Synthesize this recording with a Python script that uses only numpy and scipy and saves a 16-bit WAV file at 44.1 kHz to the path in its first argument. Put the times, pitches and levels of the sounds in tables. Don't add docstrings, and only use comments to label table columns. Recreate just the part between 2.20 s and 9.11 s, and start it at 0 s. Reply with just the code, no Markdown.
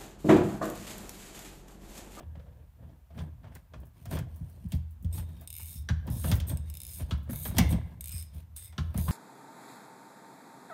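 import sys
import numpy as np
from scipy import signal
from scipy.fft import rfft, irfft
from scipy.io import wavfile
from scipy.ndimage import uniform_filter1d

SR = 44100
rng = np.random.default_rng(int(sys.argv[2]) if len(sys.argv) > 2 else 0)


def master(y):
    cut = np.clip(np.atleast_2d(y).T, -1, 1)
    pcm = np.round(cut * 32767)
    wavfile.write(sys.argv[1], SR, pcm.astype(np.int16))


N = 304731
STEP = 32


def gain_of(db):
    return np.exp(np.log(10) / 20 * np.asarray(db))


def evened(x):
    return x / np.sqrt(np.mean(x ** 2) + 1e-20)


def read(points, hz):
    f, value = np.transpose(points)
    return np.interp(np.log(hz + 1), np.log(f + 1), value)


def add(mix, s, sound):
    part = mix[round(s * SR):][:len(sound)]
    part += sound[:len(part)]


def wander(size):
    return evened(uniform_filter1d(rng.standard_normal(N), size=size))


def smooth(db):
    return np.interp(np.arange(N) / STEP, np.arange(len(db)), gain_of(db))


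def swell(start, hold, first_db, last_db, rise, fall):
    t = np.arange(0, N + STEP, STEP) / SR - start
    held_db = first_db + (last_db - first_db) * np.clip(t / hold, 0, 1)
    return held_db + rise * np.minimum(t, 0) - fall * np.maximum(t - hold, 0)


def stroke(start, hold, first_db, last_db):
    return swell(start, hold, first_db, last_db, rise=3500, fall=520)


def coloured(points):
    frames, hz = N // 128 + 5, np.fft.rfftfreq(512, 1 / SR)
    a, b, patches = rng.standard_normal((frames, 257, 3)).T
    patches = uniform_filter1d(patches, size=6, axis=0)
    patches = evened(uniform_filter1d(patches, size=14, axis=1))
    z = (a + 1j * b) * gain_of(read(points, hz)[:, None] + 2.5 * patches)
    return evened(signal.istft(z, nperseg=512, noverlap=384)[1][:N])


def rings(modes, size):
    t = np.arange(size) / SR
    fade = np.cos(np.pi / 2 * t / t[-1])
    return fade * sum(gain_of(db - 60 * t / t60) * np.sin(2 * np.pi * hz * t) for hz, db, t60 in modes)


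def blurred(hz, t, size):
    a, b = uniform_filter1d(rng.standard_normal((2, len(t))), size=size, axis=1)
    return evened(a * np.sin(2 * np.pi * hz * t) + b * np.cos(2 * np.pi * hz * t))


# frequency in Hz, level in dB per Hz.
AIR_COLOUR = [(15, -52.5), (25, -3), (60, 13), (87, -23), (177, -27), (349, -32), (878, -25.5),
              (1390, -30.5), (3510, -38.5), (4860, -42), (10400, -41), (15200, -35), (16500, -71)]


def air():
    hz = np.fft.rfftfreq(N, 1 / SR)
    spectrum = rfft(rng.standard_normal(N)) * gain_of(read(AIR_COLOUR, hz))
    return gain_of(-56) * evened(irfft(spectrum, N))


# time in seconds, effort in dB.
GRIP = [(0, -49.5), (0.9, -61), (1.05, -48.5), (1.82, -61.5), (1.94, -38), (2.5, -59.5), (3.04, -40.5),
        (3.25, -52.5), (3.81, -42), (4.06, -36.5), (4.2, -34.5), (4.7, -51.5), (4.98, -41.5), (5.2, -47),
        (5.46, -27.5), (5.699, -47), (6.5, -53), (6.91, -42)]


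def effort():
    s, db = np.transpose(GRIP)
    return gain_of(np.interp(np.arange(N) / SR, s, db))


# start in seconds, hold in seconds, scuff in dB, dry hiss in dB.
RUBS = [(0, 0.0042, -47.5, -84), (0.042, 0.38, -66, -92), (0.602, 0.13, -62, -98), (0.974, 0.052, -47, -70),
        (1.245, 0.07, -58, -104), (1.358, 0.0089, -60, -69.5), (1.55, 0.1, -60.5, -88),
        (1.767, 0.14, -62, -74.5), (1.929, 0.019, -38.5, -51.5), (2.097, 0.37, -65.5, -76),
        (2.532, 0.008, -52, -62.5), (2.952, 0.045, -53, -58.5), (3.087, 0.15, -63, -73),
        (3.884, 0.051, -46.5, -72), (4.052, 0.056, -43.5, -69), (4.104, 0.011, -38, -54),
        (4.314, 0.0046, -42.5, -75), (4.472, 0.25, -74, -68.5), (4.805, 0.0088, -49.5, -57),
        (4.903, .01, -50.5, -65.5), (5.079, 0.662, -57, -78), (5.386, 0.0038, -32.5, -45),
        (5.42, .045, -53, -62.5), (5.56, 0.065, -52.5, -79), (5.518, 0.006, -35.5, -67.5),
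        (5.6, 0.14, -63, -77.5), (5.846, 0.19, -83, -64.5), (6.14, 0.064, -62.5, -69),
        (6.576, 0.15, -61, -77), (6.781, 0.0083, -44, -53.5), (6.894, 0.017, -37, -58)]


def rubbing():
    rise, scuff_fall, hiss_fall = 450, 211, 317
    stroke_hiss_db = -20
    scuff = [swell(s, hold, db, db, rise, scuff_fall) for s, hold, db, _ in RUBS]
    hiss = [swell(s, hold, db, db, rise, hiss_fall) for s, hold, _, db in RUBS]
    hiss += [stroke(*row[:-1]) + stroke_hiss_db for row in SQUEEZES + OPENINGS]
    return smooth(np.max(scuff, axis=0)), smooth(np.max(hiss, axis=0))


# frequency in Hz, level in dB, t60 in seconds.
PANEL = [(525, -7.5, 0.13), (648, -4, 0.055), (934, 7, 0.014)]
# frequency in Hz, level in dB per Hz.
SCUFF_COLOUR = [(150, -48), (250, 7.5), (369, -2.5), (725, -1), (817, -17), (1490, -36), (1600, -7.5),
                (2070, -26.5), (3400, -20.5), (6190, -62), (9000, -44), (11700, -64), (19800, -120)]
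# frequency in Hz, level in dB per Hz.
HISS_COLOUR = [(1470, -3), (2500, 1.5), (7550, -6.5), (9650, 5.5), (10400, -14.5), (12100, 2.5),
               (15100, -2), (16100, -11.5), (16500, -38.5)]


def hands(scuff, hiss):
    grip_scuff_db = -24
    panel = evened(signal.oaconvolve(rng.standard_normal(N), rings(PANEL, size=4000))[:N])
    rub = coloured(SCUFF_COLOUR) + 0.48 * panel
    dull_flicker = gain_of(-6.0 + 3.17 * wander(size=400))
    dry_flicker = gain_of(3.0 + 2.8 * wander(size=150))
    dull = (scuff + gain_of(grip_scuff_db) * effort()) * dull_flicker * rub
    return dull + hiss * dry_flicker * coloured(HISS_COLOUR)


def knock(db, edge_db, treble_db, hz, ring_db, t60=0.14):
    t = np.arange(SR // 4) / SR
    low, mid, high = rng.standard_normal((3, len(t)))
    body = evened(signal.sosfilt(signal.butter(2, [250, 1800], "band", fs=SR, output="sos"), low))
    edge = evened(signal.sosfilt(signal.butter(2, [1800, 6000], "band", fs=SR, output="sos"), mid))
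    crack = evened(signal.sosfilt(signal.butter(2, 6000, "high", fs=SR, output="sos"), high))
    part = np.sin(2 * np.pi * hz * t) * gain_of(-60 * t / 0.06)
    part += blurred(hz * (1 - 0.16 * t), t, size=130) * gain_of(-12.0 - 60 * t / 0.19)
    body *= gain_of(2.4 * evened(uniform_filter1d(high, size=350)))
    sound = (body * gain_of(-60 * t / t60) + gain_of(ring_db) * part) * np.minimum(t / 0.0037, 1)
    sound += edge * gain_of(edge_db) * (gain_of(-60 * t / (0.94 * t60)) + gain_of(3.0 - 60 * t / 0.0054))
    sound += gain_of(edge_db + 1 - 60 * t / (0.52 * t60)) * blurred(3350, t, size=110)
    sound += gain_of(-15 - 60 * t / (0.71 * t60)) * blurred(1600, t, size=130)
    low_rise = np.minimum(t / 0.0065, 1)
    sound += gain_of(-9.0 - 60 * t / (0.9 * t60)) * low_rise * blurred(270, t, size=200)
    sound += crack * gain_of(treble_db - 60 * t / (0.26 * t60))
    return gain_of(db - 10.5) * sound * np.minimum(t / 0.00036, 1)


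# start in seconds, peak in dB, edge in dB, treble in dB.
KNOCKS = [(0.004, -50.5, -27, -28), (0.151, -49, -25, -26), (0.195, -51, -11.5, -26),
          (0.624, -59, -25, -27), (0.69, -62, -6, -24), (0.903, -53.5, -19, -18), (0.977, -38, -16, -16),
          (1.24, -46, -30, -32), (1.536, -40.5, -13, -30), (1.855, -45, -5, 9.5), (1.911, -32.5, -19, 1),
          (1.988, -35, -11.5, 3), (2.52, -45, 6, 17.5), (2.846, -57, 0, 14), (3.215, -50.5, -21, -6),
          (4.041, -33, -8.5, -15), (4.079, -43, 3.5, -8), (4.115, -26.5, -0.5, 7), (4.201, -46, 8.5, 13.5),
          (4.297, -40.5, -0.5, -11), (4.804, -47, -15, -22), (5.091, -40, -31, -7), (5.129, -40, -20, -2),
          (5.253, -30.5, -9.5, -13), (5.309, -38.5, -23, -25), (5.383, -25, 5, 18), (5.525, -35.5, -5, 4),
          (6.134, -76, -19.5, -4), (6.743, -37.5, -25, -25), (6.777, -40, -7, -13)]


def knocks():
    wall_hz, spread = 609.4, 0.1324
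    even_ring_db, ring_per_db = -26.5, -0.5
    out = np.zeros(N)
    for (s, db, *colour), spot in zip(KNOCKS, rng.uniform(-1.053, 1, len(KNOCKS))):
        ring_db = ring_per_db * (db - even_ring_db)
        add(out, s, knock(db, *colour, wall_hz * (1 + spread * spot), ring_db))
    return out


# start in seconds, length in seconds, frequency in Hz, level in dB.
SQUEALS = [(2.937, 0.35, 3690, -74), (3.282, 0.39, 3700, -71), (4.286, 0.31, 3720, -75.5),
           (5.24, 0.13, 3790, -65.5), (5.493, 0.1, 3770, -77), (5.845, 0.14, 2456, -63),
           (6.369, 0.14, 3640, -67.5), (6.373, 0.21, 2090, -72), (6.798, 0.1, 4800, -65),
           (0.14, 0.33, 525, -68), (5.123, 0.08, 2200, -65)]


def squeals():
    out = np.zeros(N)
    for s, length, hz, db in SQUEALS:
        t = np.arange(0, length, 1 / SR)
        add(out, s, gain_of(db) * np.sqrt(np.sin(np.pi * t / length)) * blurred(hz, t, size=260))
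    return out


def bending(x, lag_s=0.0174, slope=0.8):
    hz = np.fft.rfftfreq(len(x), 1 / SR)
    delay = 0.004 + lag_s * (70 / np.maximum(hz, 40)) ** slope
    soft = 1 / (1 + (hz / 270) ** 6)
    phase = np.exp(-2j * np.pi * np.cumsum(delay) * hz[1])
    wave = irfft(rfft(x) * soft * phase, len(x))
    return wave * signal.windows.tukey(len(x), 0.02)


# frequency in Hz, level in dB, t60 in seconds.
HULL = [(45.6, -40, .3), (63, -6.5, 0.74), (76.95, 3, 0.81), (86.2, -2, 0.12), (116.2, -2, 0.35),
        (147.6, -2, 0.24), (169.7, -8.5, 0.42), (222.2, -1.5, 0.087), (295.3, -12.5, 0.22)]


def boom(detune):
    modes = np.array(HULL) * np.transpose([detune, 1 + 0 * detune, 1 + 0 * detune])
    t = np.arange(2 ** 14) / SR
    passing = (0.5 + 0.54 * np.exp(-(t / 0.017) ** 2)) * np.minimum(t / 0.003, 1)
    return [bending(passing * rings(part, size=len(t))) for part in (modes[:3], modes[3:])]


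# start in seconds, peak in dB, upper modes in dB.
THUMPS = [(0.162, -35, 3), (0.629, -48, 6), (0.901, -51.5, 9), (0.99, -29, -13), (1.241, -36, -17),
          (1.554, -32, 0), (1.862, -27, -12), (1.927, -31, -12), (2, -38, 17), (2.203, -28, 3),
          (2.444, -32, 8.5), (2.529, -18.5, 4), (2.839, -17.5, -5), (2.978, -24.5, -2), (3.402, -37, -25),
          (3.55, -30, -5), (3.688, -28, 4), (3.698, -17, 2.5), (3.893, -29.5, 13.5), (4.049, -24.5, 5.5),
          (4.116, -16, 5.5), (4.322, -19, -2.5), (4.806, -20, -7), (4.906, -36, 7), (4.915, -17.5, -0.5),
          (5.12, -36, 12.5), (5.277, -25, 3), (5.389, -17, 8.5), (5.529, -26.5, 16), (5.933, -24.5, -35),
          (6.142, -35, -1), (6.578, -32, 14.5), (6.591, -20, -3), (6.747, -28.5, 12.5), (6.777, -17.5, 2),
          (6.881, -17.5, 2.5)]


def hull(scuff):
    grip_upper_db, rub_upper_db = -16.5, 4
    out = np.zeros(N)
    chances = rng.standard_normal((len(THUMPS), len(HULL)))
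    for (s, db, upper_db), chance in zip(THUMPS, chances):
        low, upper = boom(1 + 0.0649 * chance)
        add(out, s - 0.004, gain_of(db - 7) * (low + gain_of(upper_db - 1.0) * upper))
    low_drive = effort()
    upper_drive = gain_of(grip_upper_db) * effort() + gain_of(rub_upper_db) * scuff
    for modes, drive in zip(boom(np.ones(len(HULL))), (low_drive, upper_drive)):
        rumble = evened(signal.oaconvolve(rng.standard_normal(N), modes)[:N])
        out += gain_of(3.0) * drive * rumble
    return out


# start in seconds, peak in dB, edge in dB, treble in dB, struck part in Hz.
CLACKS = [(0.262, -53.5, -26, -24, 730), (1.318, -50.5, -31, -14, 860), (1.351, -53, -5, 17.5, 1596),
          (2.978, -42, -9, -6, 868), (3.395, -48.5, -22, -7, 916), (3.688, -29.5, -6, -12, 1606),
          (3.875, -38.5, -11.5, -16, 952), (4.909, -32, -4, -22, 1330), (5.368, -34.5, -2, 4.5, 890),
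          (6.525, -48, -8, -3, 896), (6.5801, -32, -3.5, -24, 1330), (6.88, -26, -20, -13, 1050)]


def clacks():
    out = np.zeros(N)
    for s, *blow in CLACKS:
        add(out, s, knock(*blow, ring_db=6))
    return out


# start in seconds, peak in dB, edge in dB, treble in dB, struck part in Hz.
BUMPS = [(0.945, -51, -20, -30, 563), (0.989, -39.5, -4.5, -20, 3460), (1.233, -51, -16, -30, 1620),
         (1.268, -48.5, -24, -30, 586), (1.353, -44, -13, -20, 2100), (1.926, -35, -14, -15, 756),
         (1.969, -32.5, -12.5, -20, 3240), (4.131, -36, -15, -20, 1080)]


def bumps():
    out = np.zeros(N)
    for s, *blow in BUMPS:
        add(out, s, knock(*blow, ring_db=-1.3, t60=0.13))
    return out


# start in seconds, peak in dB.
TICKS = [(1.603, -48), (1.6541, -49), (1.668, -49), (2.161, -41.5), (2.2977, -45), (2.4864, -47),
         (2.55, -43), (2.709, -47), (2.826, -43), (3.2114, -37), (3.8692, -37.5), (3.931, -52),
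         (4.047, -42), (4.083, -47), (4.108, -44), (4.138, -28), (4.155, -25), (4.978, -50), (5.032, -47),
         (6.145, -41), (6.743, -37.5)]


def ticks():
    out, t = np.zeros(N), np.arange(2000) / SR
    for s, db in TICKS:
        fade = gain_of(db - 17 - 60 * t / 0.14) + gain_of(db - 14.5 - 60 * t / 0.0095)
        bright = np.diff(rng.standard_normal(len(t) + 2), n=2) / 2
        add(out, s, fade * bright)
    return out


# start in seconds, peak in dB, frequency in Hz.
NUDGES = [(2.437, -42, 218), (2.522, -38, 230), (2.824, -42, 201), (3.706, -24, 151), (3.877, -31, 219),
          (3.961, -33, 226), (4.042, -32.5, 230), (4.313, -30.5, 244), (5.094, -27, 241), (5.114, -28, 220),
          (5.258, -36, 253), (5.323, -32, 200.7), (5.529, -18, 231), (6.582, -41.5, 383)]


def nudges():
    out, t = np.zeros(N), np.arange(4000) / SR
    for s, db, hz in NUDGES:
        note = np.sin(2 * np.pi * hz * t * (1 - 2.5 * t))
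        add(out, s, gain_of(db - 60 * t / 0.094) * np.minimum(t / 0.0038, 1) * note)
    return out


# start in seconds, peak in dB, upper against lower rings in dB.
SLIPS = [(2.926, -30, -12), (3.2746, -19.5, -5), (3.3031, -21, -2), (3.3277, -26, 1), (3.34, -26.5, -2),
         (3.365, -26.5, 2), (3.3958, -27, -14), (3.494, -34, 3), (3.9018, -42, 13), (4.28, -47, -8),
         (4.372, -27.5, 0), (4.5, -25, -1), (4.54, -28, 2), (4.552, -25.5, -2), (4.571, -23, 0),
         (4.6026, -22.5, -0.5), (4.634, -28, 6.5), (4.6505, -23.5, 0), (4.667, -28, 5), (4.6778, -30, 3),
         (5.159, -36.5, 15), (5.504, -35, -14), (5.8085, -19.5, -2.5), (5.8414, -21.5, -2),
         (5.858, -24, 2.5), (5.882, -27, 5), (5.893, -23, -1), (5.909, -22, -18.5), (6.0251, -24.5, -2),
         (6.364, -26.5, 2), (6.777, -33, 17.5)]
# start in seconds, peak in dB.
QUICK = [(3.3521, -26), (3.3771, -30), (3.3839, -28), (3.4017, -30), (3.407, -28), (3.4146, -29),
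         (3.422, -29), (3.4315, -29), (3.4447, -32), (3.4524, -37), (3.458, -32), (3.467, -32),
         (3.4753, -32), (3.4825, -26.5), (3.4995, -31), (3.508, -34), (3.5128, -34), (3.5185, -32),
         (3.5298, -30), (3.5442, -40), (3.5571, -37), (3.623, -43), (4.6168, -23.5), (4.687, -31),
         (4.6917, -31), (4.7012, -35), (4.7086, -34), (4.7164, -30), (4.726, -31), (4.735, -28),
         (4.7423, -30), (4.7496, -30), (4.759, -28), (4.7689, -34), (4.7855, -33), (4.7955, -38),
         (4.8071, -39), (5.874, -26), (5.9178, -24), (5.9235, -31), (5.9356, -37), (5.9406, -37),
         (5.9453, -34), (5.959, -31), (5.964, -32), (5.9726, -35), (5.981, -29), (5.9883, -32),
         (5.9953, -32), (6.001, -28), (6.0105, -29), (6.3727, -27), (6.38, -33), (6.382, -31), (6.395, -42),
         (6.4081, -39), (6.44, -35), (6.446, -30), (6.458, -32)]


def slip_taps():
    taps = np.zeros((4, N))
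    tilts = 2.2 * rng.standard_normal(len(QUICK))
    for s, db, upper_db in SLIPS + [(*row, tilt) for row, tilt in zip(QUICK, tilts)]:
        taps[:, round(s * SR)] = gain_of([db + 0.0, db - 7.5, db + upper_db, db + 0.5])
    chatter = rng.standard_normal(700) * gain_of(-60 * np.arange(700) / SR / 0.024)
    chatter /= np.linalg.norm(chatter)
    shaken = [0, 1, 3]
    shudder = signal.oaconvolve(taps[shaken], chatter[None], axes=1)[:, :N]
    taps[shaken] = 0.45 * taps[shaken] + 0.82 * shudder
    return taps


# start in seconds, hold in seconds, creak at start in dB,
# creak at end in dB, upper rings in dB.
SQUEEZES = [
    (3.376, 0.21, -52, -48, 6),
    (4.685, 0.11, -44.5, -46, 4.5),
    (5.925, 0.073, -38.5, -43, -8),
    (6.363, 0.12, -40.5, -51, -1),
]
# start in seconds, hold in seconds, creak at start in dB,
# creak at end in dB, upper rings in dB.
OPENINGS = [
    (2.929, 0.051, -48, -43, 1),
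    (3.902, 0.19, -51, -39.5, 3.5),
    (4.271, 0.024, -51, -41, 3.9),
    (5.097, 0.19, -50, -44, 7.3),
    (5.49, 0.02, -51, -38.5, 2.2),
    (6.78, 0.12, -46, -47, 4.9),
]
# loaded rings at start in dB, at end in dB, free ring in dB.
LOADED_DB = [
    (6.5, 7.5, -7),
    (5, -16.5, 0),
]
GRAIN = [
    (0.45, 0.4),
    (0.17, 1),
]


def stroke_taps():
    taps, slips_per_s = np.zeros((4, N)), 140
    size = gain_of(2.6 * rng.standard_normal(N))
    pace = slips_per_s / SR * gain_of(4.5 * wander(size=120))
    slips = np.diff(np.floor(np.cumsum(pace)), prepend=0)
    slips *= size * np.sqrt(SR / slips_per_s)
    grit = rng.standard_normal(N) * gain_of(3.0 * wander(size=90))
    for rows, (*loaded_db, free_db), (slip, fill) in zip((SQUEEZES, OPENINGS), LOADED_DB, GRAIN):
        drive = slip * slips + fill * grit
        for s, hold, first_db, last_db, upper_db in rows:
            db = stroke(s, hold, first_db, last_db) - 11.0
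            taps[0] += drive * smooth(db)
            taps[1] += drive * smooth(db + swell(s, hold, *loaded_db, 0, 0))
            taps[2] += drive * smooth(db + upper_db)
            taps[3] += drive * smooth(db + free_db)
    return taps


def ringing(taps, hz, width, start_hz=850):
    turn = np.exp(2j * np.pi * np.cumsum(hz) / SR)
    die, start = np.exp(-np.pi * np.array([width, start_hz]) / SR)
    poles = np.convolve([1, -die], [1, -start])
    return (turn * signal.lfilter([1 - start], poles, taps / turn)).real


# frequency in Hz, width in Hz, level in dB.
TOOL = [(2515, 480, -12.5), (3680, 170, -14.5), (6260, 210, -21), (5140, 130, -15.5), (6980, 330, -15),
        (8450, 240, 1), (9000, 220, -5), (9350, 230, -9), (10900, 260, -12), (11960, 157, -5),
        (13320, 290, -2), (14640, 540, -5), (15430, 580, -5.5)]
# time in seconds, first ring in Hz,
# first ring in dB, side ring in dB, high ring in dB.
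ANGLE = [(2.93, 8470, 6.5, -2, 6), (3.27, 8660, 0.5, -6.5, -1), (3.5, 8520, 2, 6.5, 5.5),
         (3.62, 8600, -5, -4, -10), (3.9, 8660, -8, -9, -9), (4.05, 8780, 0.5, -4, -9),
         (4.27, 8460, 11, -2, 10), (4.5, 8400, -1, -6, -8), (4.76, 8570, 0, 2, -9), (4.85, 8750, 0, 3, -3),
         (5.1, 8650, -15, 0, -16), (5.22, 8540, 7.5, -5.5, 2), (5.5, 8460, 2, 0, -3),
         (5.8, 8420, 4, -8, -7), (6.0, 8550, 0.5, 3.5, 1.5), (6.37, 8460, -1, -2, -11),
         (6.78, 8300, -4, -3, -7), (6.9, 8700, 2, 0, -3)]
# time in seconds, low ring in Hz, low ring in dB,
# middle ring in Hz, middle ring in dB.
LOWER = [
    (3.27, 2600, 1, 5220, 2),
    (3.4, 2350, 9, 5160, 4.5),
    (3.5, 2460, 1, 5330, 0),
    (3.6, 2600, -11, 5300, 4),
    (4.6, 2440, 4, 5190, 7.5),
    (4.8, 2510, 2, 5100, 0),
    (5.8, 2300, 0.5, 5230, 1),
    (5.92, 2550, 3, 5130, 2.5),
    (6.03, 2350, 2.5, 5130, 1),
    (6.4, 2380, -4, 5130, -2),
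]


def tool():
    taps = slip_taps() + stroke_taps()
    out, used = np.zeros(N), slice(round(2.9 * SR), N)
    clock = np.arange(N)[used] / SR
    load, contact = wander(size=4500), 2.5 * rng.standard_normal(N)
    at, *angle = np.transpose(ANGLE)
    first_hz, first_db, side_db, high_db = [np.interp(clock, at, y) for y in angle]
    moment, *lower = np.transpose(LOWER)
    low_hz, low_db, middle_hz, middle_db = [np.interp(clock, moment, y) for y in lower]
    moving_hz = {0: low_hz, 3: middle_hz, 5: first_hz}
    moving_db = {0: low_db, 3: middle_db, 5: first_db, 6: side_db, 9: high_db}
    for k, (hz, width, db) in enumerate(TOOL):
        hz, db = moving_hz.get(k, hz), db + moving_db.get(k, 0)
        chance_db = np.roll(contact, 977 * k) + 2.5 * np.roll(load, 9001 * k)
        balance = gain_of(db + chance_db[used])
        bent_hz = hz * (1 + 0.004 * np.roll(load, 2003 * k)[used])
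        band = np.searchsorted([3000, 4000, 5050, 5600, 8800, 10000], np.mean(hz))
        group = [0, 3, 0, 1, 0, 1, 2][band]
        out[used] += ringing(taps[group, used] * balance, bent_hz, width)
    t = np.arange(1000) / SR
    crack = rng.standard_normal(len(t)) * gain_of(-11.0 - 60 * t / 0.0085)
    bright = signal.butter(2, 7000, "high", fs=SR, output="sos")
    return 0.27 * out + signal.sosfilt(bright, signal.oaconvolve(taps[2], crack)[:N])


STOPS = [
    3.688,
    4.910,
    6.5795,
]
# frequency in Hz, t60 in seconds, level in dB at each of the three stops.
HANDLES = [(1050, 0.14, -63, -56, -54.5), (1330, 0.11, -60, -50, -51), (1623, 0.11, -40, -48.5, -45.5),
           (1760, 0.046, -60, -49, -65), (2886, 0.06, -50, -45, -42.5), (3554, 0.053, -49, -53, -49),
           (3890, 0.058, -48, -44, -46), (4230, 0.12, -56, -58, -61), (4560, 0.072, -52, -53, -50),
           (5800, 0.038, -42, -55, -49)]


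def handles():
    out, t = np.zeros(N), np.arange(8000) / SR
    for hz, t60, *levels in HANDLES:
        for s, db in zip(STOPS, levels):
            ring = blurred(hz, t, size=220) + (2600 / hz) * np.sin(2 * np.pi * hz * t)
            add(out, s, gain_of(db - 60 * t / t60) * np.minimum(t / 0.0012, 1) * ring)
    return out


# frequency in Hz, level in dB, t60 in seconds.
SNAP = [(236, 9, 0.21), (757, 3.5, .16), (1107, -1, 0.18), (1586, -2, 0.13), (1930, 0, 0.15),
        (2080, -9, 0.64), (2200, 5.5, 0.16), (2750, -9.5, .4), (2910, 2.5, 0.068), (3580, -13, .45),
        (4260, -14.5, 0.33), (5000, 1, 0.076), (5970, 9.5, 0.041), (6650, 6.5, 0.055)]


def snap():
    out, t = np.zeros(N), np.arange(SR // 2) / SR
    for hz, db, t60 in SNAP:
        fade = gain_of(db - 37 - 60 * t / t60) * np.minimum(t / 0.0016, 1)
        add(out, 5.384, fade * blurred(hz, t, size=260))
    return out


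# frequency in Hz, t60 in seconds.
SHOP = [(250, 0.13), (1000, 0.73), (4000, 0.48), (12000, 0.19)]


def shop(x):
    taps = np.zeros(SR // 2)
    at = np.arange(200, len(taps) - 20, 20)
    taps[at + rng.integers(0, 20, len(at))] = rng.choice([-1., 1.], len(at))
    hz, t, z = signal.stft(taps, SR, nperseg=256)
    tail = signal.istft(z * gain_of(-60 * t / read(SHOP, hz)[:, None]), SR, nperseg=256)[1]
    return signal.oaconvolve(x, tail / np.linalg.norm(tail))[:N]


def scene():
    scuff, hiss = rubbing()
    struck = knocks() + squeals() + clacks() + ticks() + handles() + snap()
    steel = tool()
    wet = shop(gain_of(-9.5) * steel + gain_of(-15.0) * struck)
    close = hull(scuff) + hands(scuff, hiss) + bumps() + nudges()
    return (steel + struck + wet + close + air())[None]


def roll_off(x):
    return signal.sosfilt(signal.butter(12, 16660, fs=SR, output="sos"), x)


def record(dry):
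    cut = signal.sosfilt(signal.butter(4, 55, "high", fs=SR, output="sos"), dry)
    cut = signal.oaconvolve(cut, signal.firwin(201, 15800, fs=SR)[None], "same")
    return roll_off(cut)


dry = scene()
out = record(dry)
master(out)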